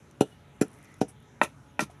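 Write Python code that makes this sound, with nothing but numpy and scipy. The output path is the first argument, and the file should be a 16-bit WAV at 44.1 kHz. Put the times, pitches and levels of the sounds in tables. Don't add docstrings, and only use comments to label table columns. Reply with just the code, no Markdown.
import sys
import numpy as np
from scipy import signal
from scipy.io import wavfile

SR = 44100
rng = np.random.default_rng(int(sys.argv[2]) if len(sys.argv) > 2 else 0)


def voltage_ratio(decibels):
    exponent = np.asarray(decibels, float) / 20
    return 10 ** exponent


def master(y):
    cut = np.clip(np.atleast_2d(y).T, -1, 1)
    pcm = np.round(cut * 32767)
    wavfile.write(sys.argv[1], SR, pcm.astype(np.int16))


N = 88200

# (time [s], level [dB], contact [ms])
BLOWS = [
    (0.2096, -12, 1.054),
    (0.6142, -13.5, 1.65),
    (1.0146, -15.5, 1.23),
]
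# (frequency [Hz], t60 [s], blow 1 [dB], blow 2 [dB], blow 3 [dB])
BOWL_MODES = [(134.3, 0.039, -5, -38, -6.5), (237, 0.044, -28, -21, -8), (298, 0.056, -15.5, -7, -4),
              (364, 0.012, 6, 6, -6.5), (423.4, 0.062, -2, -2, -4.5), (559, 0.077, -8.5, -16, -23),
              (761, 0.044, -3, -5.5, 2), (942, 0.016, -1.5, -40, 2), (645, 0.036, -7, -14, -3),
              (481, 0.078, -14, -14.5, -7.5), (313, 0.034, -8, -11, -18), (837, 0.06, -12.5, -36, -30),
              (1428, 0.055, -32, 11.5, 5.5)]
# (time [s], level [dB], contact [ms])
LANDING = (1.823, -22, 2.36)
# (frequency [Hz], t60 [s], level [dB])
LANDING_MODES = [(153, 0.043, -3), (211, 0.044, -1.5), (304, 0.037, -2), (430, 0.042, -7)]
# (time after blow [s], level [dB])
CRACK_STEPS = [
    (-.001, -4.5),
    (.001, -1.5),
    (.0037, -10.5),
    (.008, -5),
]
# (frequency [Hz], t60 [s], blow 1 [dB], blow 2 [dB], blow 3 [dB])
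PESTLE_MODES = [(1361, 0.09, -29, -28, -41), (1753, 0.035, -55, -28.5, -42),
                (1993, 0.029, -52, -35.5, -44.5), (2480, 0.026, -64, -32, -39.5),
                (2637, 0.049, -34.5, -46, -54), (2870, 0.045, -31.5, -62, -47.5),
                (3190, 0.015, -42, -36.5, -43), (3680, 0.0077, -36, -42, -36),
                (4176, 0.042, -35.5, -44, -59), (5810, 0.027, -34, -32, -57), (8850, 0.011, -44, -42, -38),
                (7320, 0.018, -31.5, -27.5, -46), (10650, 0.0064, -31.5, -34.5, -36),
                (11040, 0.019, -40.5, -31, -48)]
# (time [s], level [dB], contact [ms])
RIM_KNOCKS = [
    (1.4145, -16.5, 0.42),
    (1.4158, -13.5, .3),
    (1.4236, -32, 0.53),
    (1.4320, -29, 0.84),
    (1.441, -35.5, 0.58),
    (1.4456, -35, 0.35),
]
# (time [s], level [dB], contact [ms])
LOW_KNOCKS = [
    (1.7926, -20.5, 0.44),
    (1.7939, -18, 0.27),
    (1.8056, -28.5, 0.36),
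    (1.8086, -34.5, 0.58),
    (1.8120, -31.5, 0.42),
]
# (frequency [Hz], t60 [s], near the rim [dB], lower down [dB])
WALL_MODES = [(449, .04, -9.5, -7), (335.7, 0.039, -11.5, -6.5), (604.5, 0.063, -5.5, -9),
              (870, 0.017, -27, -6.5), (963, 0.066, -24, -25), (1016, 0.016, 2.5, -3.5),
              (1190, 0.055, -6, -14), (1309, 0.063, -2.5, -42), (1365, 0.081, -10.5, -3.5),
              (1499, 0.045, -10.5, -8), (1908, 0.019, 7, 1.5), (2393, 0.015, -1.5, 1.5),
              (2625, 0.07, -11.5, -14.5), (3580, 0.016, -5.5, -18)]
# (time [s], level [dB], frequency [Hz], t60 [s])
TAPS = [
    (1.8975, -41, 720, .03),
    (1.4545, -35, 1330, .035),
    (1.4565, -42, 580, .04),
]
# (time [s], level [dB], rise [s], hold [s], t60 [s])
RATTLE = [
    (1.4135, -41, .002, 0.0093, .07),
    (1.428, -37, 0.0022, 0.028, 0.081),
    (1.7925, -28.5, .001, 0.011, 0.061),
    (1.806, -35.5, .002, 0.017, 0.054),
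]
# (time [s], level [dB], rise [s], hold [s], t60 [s])
SLIDE = [
    (1.4125, -39.5, 0.003, .012, 0.055),
    (1.4295, -34, 0.0019, 0.0038, 0.025),
    (1.434, -38, 0.0022, .014, 0.027),
    (1.455, -52.5, 0.0009, 0.0033, 0.18),
    (1.7922, -36, 0.00038, 0.0085, 0.066),
    (1.805, -31, 0.00089, 0.0048, 0.041),
    (1.812, -38.5, 0.0056, 0.021, 0.025),
    (1.843, -53.5, .002, .004, 0.11),
    (1.898, -58.5, 0.0037, 0.0074, 0.17),
]
# (frequency [Hz], level per Hz [dB])
SLIDE_COLOUR = [(200, 7.5), (600, 0), (1400, -0.5), (2500, 2), (3400, -5), (6000, -7), (11000, -11),
                (14000, -15)]
# (time [s], level [dB], rise [s], hold [s], t60 [s])
CRUSH = [
    (.205, -37, 0.0041, 0.001, 0.08),
    (0.61, -30.5, 0.0027, 0.0055, 0.068),
    (1.006, -37.5, 0.008, 0.001, 0.082),
    (1.078, -60, 0.0054, 0.014, 0.065),
    (.240, -67, 0.016, 0.079, 0.11),
    (0.636, -70.5, 0.012, 0.34, 0.89),
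    (1.0125, -40, 0.00079, 0.002, 0.011),
]
# (frequency [Hz], level per Hz [dB])
CRUSH_COLOUR = [(300, -32), (1100, -5.5), (2200, 3.5), (4000, 0), (6000, -2.5), (9000, -6.5),
                (12000, -10.5), (14000, -6)]
# (time [s], level [dB], rise [s], hold [s], t60 [s])
TRICKLE = [
    (1.079, -48, 0.0041, 0.013, 0.089),
    (0.65, -71, 0.022, .1, .3),
    (0.73, -75, .02, .04, .2),
]
# (time [s], peak level [dB], pitch [Hz])
CRUMBS = [(.1105, -49, 6270), (.1115, -51, 9500), (.5631, -57, 9000), (.6664, -52, 11000),
          (.682, -43.5, 9560), (.704, -56, 9500), (.7153, -50, 11000), (.7302, -51, 7030),
          (.7302, -50, 11000), (.7345, -53, 12000), (.7395, -47, 9500), (.7395, -54, 6200),
          (.7474, -52, 10000), (.7474, -56, 6500), (.7544, -55, 7200), (.7634, -55, 12400),
          (.7694, -58, 11500), (.7764, -58, 11500), (.7876, -50, 10000), (.8145, -56, 6830),
          (.828, -49, 9530), (0.8388, -47, 9800), (.846, -46, 11300), (.846, -48, 7000),
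          (.8544, -46.5, 5850), (.8874, -59, 10000), (.9194, -55, 9000), (0.9412, -49, 7300),
          (.9418, -49, 10500), (.9418, -48, 3900), (.9664, -57, 11000), (.984, -57, 10000),
          (.9914, -54, 10500), (1.2022, -57, 10000), (1.2254, -54, 10500)]
# (delay [s], level [dB])
SLAPS = [
    (.0142, -19),
    (.0208, -23.5),
    (.035, -29.5),
]
# (frequency [Hz], level per Hz [dB])
YARD_COLOUR = [(38, -19), (62, -3), (130, -3), (290, -11), (380, -16.5), (2200, -25), (4000, -33),
               (13000, -43.5)]
# (frequency [Hz], level [dB])
MOTOR_HUM = [(141.5, -63.5), (425.3, -72.5), (565, -75), (850.6, -73), (974, -77), (1287, -75)]
# (time [s], duration scale [s], frequency [Hz], bandwidth [Hz], level [dB])
PASSING = [
    (0.886, 0.087, 1984, 260, -62),
    (0.705, 0.1, 1150, 700, -65),
    (0.79, 0.11, 3500, 500, -82),
]
# (time [s], length [s], frequency [Hz], level [dB])
CHIRPS = [
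    (.306, .038, 2900, -60),
    (.250, .03, 2960, -66),
    (.28, .11, 2940, -67),
    (1.665, .06, 6600, -74),
]
# (frequency [Hz], width [Hz], level [dB])
MIC_RESPONSE = [(3540, 340, 1), (4686, 950, -7), (6210, 1060, 4), (8130, 600, -3.5), (10000, 1020, 6),
                (12900, 2000, -3.5)]

BOWL_RADIATES_HZ, WALL_RADIATES_HZ = 147, 229
CRUSH_INTO_BOWL_DB, SLIDE_INTO_WOOD_DB = -26, -32.5
AIR_PUSH_DB = 25
GRAINS_PER_S, GRAIN_SPREAD_DB = 9000, 2.8
TRICKLE_BAND_HZ = [7660, 11150]
CRUMB_T60_S, CRUMB_WIDTH_OCT, CRUMB_GAIN_DB, CRUMB_BROAD_DB = 0.011, 0.55, -7.5, -10
ECHO_T60_S, ECHO_DB, ECHO_CUT_HZ, SLAP_CUT_HZ = 0.14, -22.5, 11700, 1270
YARD_DB, YARD_PATCHY_DB, HUM_WIDTH_HZ = -55, 2.5, 3.7


def thuds(rubbing):
    pushes = [contact(*row) for row in BLOWS]
    rub = voltage_ratio(CRUSH_INTO_BOWL_DB) * rubbing
    out = voltage_ratio(AIR_PUSH_DB) * sum(pushes)
    for hz, t60, *dbs in BOWL_MODES:
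        force = sum(push * voltage_ratio(db) for push, db in zip(pushes, dbs))
        out += ring(force + rub * voltage_ratio(np.mean(dbs)), hz, t60)
    landing = contact(*LANDING)
    for hz, t60, db in LANDING_MODES:
        out += ring(landing * voltage_ratio(db), hz, t60)
    return out


def pestle_cracks():
    cracks = [[contact(s + late, db, 0.06) for late, db in CRACK_STEPS] for s, *_ in BLOWS]
    luck = voltage_ratio(rng.normal(0, 2, (len(PESTLE_MODES), len(BLOWS), len(CRACK_STEPS))))
    out = np.zeros(N)
    for gains, (hz, t60, *dbs) in zip(luck, PESTLE_MODES):
        force = sum(voltage_ratio(db) * gain @ steps for steps, gain, db in zip(cracks, gains, dbs))
        out += ring(force, hz, t60)
    return out


def wall_knocks(rubbing):
    high = sum(contact(*row) for row in RIM_KNOCKS)
    low = sum(contact(*row) for row in LOW_KNOCKS)
    rub = voltage_ratio(SLIDE_INTO_WOOD_DB) * rubbing
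    out = np.zeros(N)
    for hz, t60, rim_db, low_db in WALL_MODES:
        force = high * voltage_ratio(rim_db) + low * voltage_ratio(low_db) + rub * voltage_ratio((rim_db + low_db) / 2)
        out += ring(force, hz, t60)
    for s, db, hz, t60 in TAPS:
        out += ring(contact(s, db, 0.45), hz, t60)
    return out


def crushed_food(crushing, grit):
    crunch = crushing * colour(grit, CRUSH_COLOUR, 5.7)
    rasp = swells(SLIDE) * colour(grit, SLIDE_COLOUR, 3.5)
    trickle = swells(TRICKLE) * band_pass(grit[1], TRICKLE_BAND_HZ, 3)
    return crunch + rasp + trickle + crumbs()


def grains():
    sizes = voltage_ratio(GRAIN_SPREAD_DB * np.minimum(rng.exponential(1, (2, N)), 4))
    sizes = sizes * rng.choice([-1, 1], (2, N))
    clicks = sizes * (rng.random((2, N)) < GRAINS_PER_S / SR)
    return rms_one(clicks + 0.13 * rng.standard_normal((2, N)))


def crumbs():
    t = np.arange(2000) / SR
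    out = np.zeros(N + len(t))
    for s, db, hz in CRUMBS:
        noise = rng.standard_normal(len(t))
        edges = np.clip(hz * 2 ** (CRUMB_WIDTH_OCT * np.array([-0.5, 0.5])), 100, 16000)
        pitched = rms_one(band_pass(noise, edges, 2))
        broad = voltage_ratio(CRUMB_BROAD_DB) * high_pass(noise, 5600)
        start = int(s * SR)
        out[start:start + len(t)] += (pitched + broad) * voltage_ratio(db + CRUMB_GAIN_DB - 60 * t / CRUMB_T60_S)
    return out[:N]


def echoes(x):
    near = signal.sosfilt(signal.butter(2, SLAP_CUT_HZ, fs=SR, output="sos"), x)
    slaps = sum(voltage_ratio(db) * np.interp(np.arange(N) - late * SR, np.arange(N), near) for late, db in SLAPS)
    t = np.arange(SR // 2) / SR
    tail = rng.standard_normal(len(t)) * voltage_ratio(-60 * t / ECHO_T60_S) * np.clip(t / 0.016, 0, 1)
    tail = signal.lfilter([1], [1, -np.exp(-2 * np.pi * ECHO_CUT_HZ / SR)], tail)
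    tail /= np.sqrt(np.sum(tail ** 2))
    return slaps + voltage_ratio(ECHO_DB) * signal.fftconvolve(x, tail)[:N]


def yard():
    t = np.arange(N) / SR
    out = voltage_ratio(YARD_DB) * colour(rng.standard_normal((2, N)), YARD_COLOUR, YARD_PATCHY_DB)
    for hz, db in MOTOR_HUM:
        out += voltage_ratio(db) * rms_one(ring(rng.standard_normal(N), hz, 2.65 / HUM_WIDTH_HZ))
    for s, width, hz, band_hz, db in PASSING:
        hiss = rms_one(ring(rng.standard_normal(N), hz, 4.4 / band_hz))
        out += voltage_ratio(db) * hiss * np.exp(-((t - s) / width) ** 2)
    for s, length, hz, db in CHIRPS:
        shape = np.sin(np.pi * np.clip((t - s) / length, 0, 1))
        voice = np.sin(2 * np.pi * hz * t + 0.4 * drift(30))
        out += voltage_ratio(db) * shape * voice * (1 + 0.15 * drift(40))
    return out


def contact(s, db, ms):
    phase = np.clip((np.arange(N) / SR - s) / (ms / 1000), 0, 1)
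    return -voltage_ratio(db) * (1 - np.cos(2 * np.pi * phase)) / (ms / 1000 * SR)


def ring(force, hz, t60):
    r, w = voltage_ratio(-60 / (t60 * SR)), 2 * np.pi * hz / SR
    return signal.lfilter([0, np.sin(w)], [1, -2 * r * np.cos(w), r * r], force + 1e-18)


def swells(rows):
    t, out = np.arange(N) / SR, np.zeros(N)
    for s, db, rise, hold, t60 in rows:
        fading = np.clip(t - s - rise - hold, 0, 9)
        out += np.clip((t - s) / rise, 0, 1) ** 2 * voltage_ratio(db - 60 * fading / t60)
    return out


def colour(white, spectrum, patchy_db):
    out, edges = np.zeros(N), 30 * 2 ** (np.arange(28) / 3)
    hz, db = np.transpose(spectrum)
    for k, (low, high) in enumerate(zip(edges, edges[1:])):
        level = np.interp(np.log(low * high) / 2, np.log(hz), db)
        out += band_pass(white[k % 2], [low, high], 2) * voltage_ratio(level + patchy_db * drift(2.6))
    return rms_one(out)


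def drift(rate):
    r = np.exp(-80 * np.pi * rate / SR)
    slow = signal.lfilter([1], [1, -2 * r, r * r], rng.standard_normal(N // 40 + 2002))[2000:]
    return np.interp(np.arange(N) / 40, np.arange(len(slow)), rms_one(slow))


def rms_one(x):
    return x / np.sqrt(np.mean(x ** 2) + 1e-20)


def high_pass(x, hz):
    return signal.sosfilt(signal.butter(4, hz, "high", fs=SR, output="sos"), x)


def band_pass(x, edges_hz, order):
    return signal.sosfilt(signal.butter(order, edges_hz, "band", fs=SR, output="sos"), x)


def scene():
    crushing, grit = swells(CRUSH), grains()
    wood = high_pass(thuds(crushing * grit[0]), BOWL_RADIATES_HZ)
    wood += high_pass(pestle_cracks(), 1200)
    wood += high_pass(wall_knocks(swells(RATTLE) * grit[0]), WALL_RADIATES_HZ)
    food = high_pass(crushed_food(crushing, grit), BOWL_RADIATES_HZ)
    close = wood + food
    return (close + echoes(close) + yard())[None]


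def top_cut(x):
    return signal.sosfilt(signal.butter(12, 14410, fs=SR, output="sos"), x)


def record(dry):
    x = signal.sosfilt(signal.butter(2, 45, "high", fs=SR, output="sos"), dry)
    for hz, width_hz, db in MIC_RESPONSE:
        a, w, q = voltage_ratio(db / 2), 2 * np.pi * hz / SR, np.pi * width_hz / SR
        boost = [1 + q * a, -2 * np.cos(w), 1 - q * a]
        x = signal.lfilter(boost, [1 + q / a, -2 * np.cos(w), 1 - q / a], x)
    x = signal.sosfilt(signal.cheby2(10, 60, 14600, fs=SR, output="sos"), x)
    return top_cut(x)


dry = scene()
out = record(dry)
master(out)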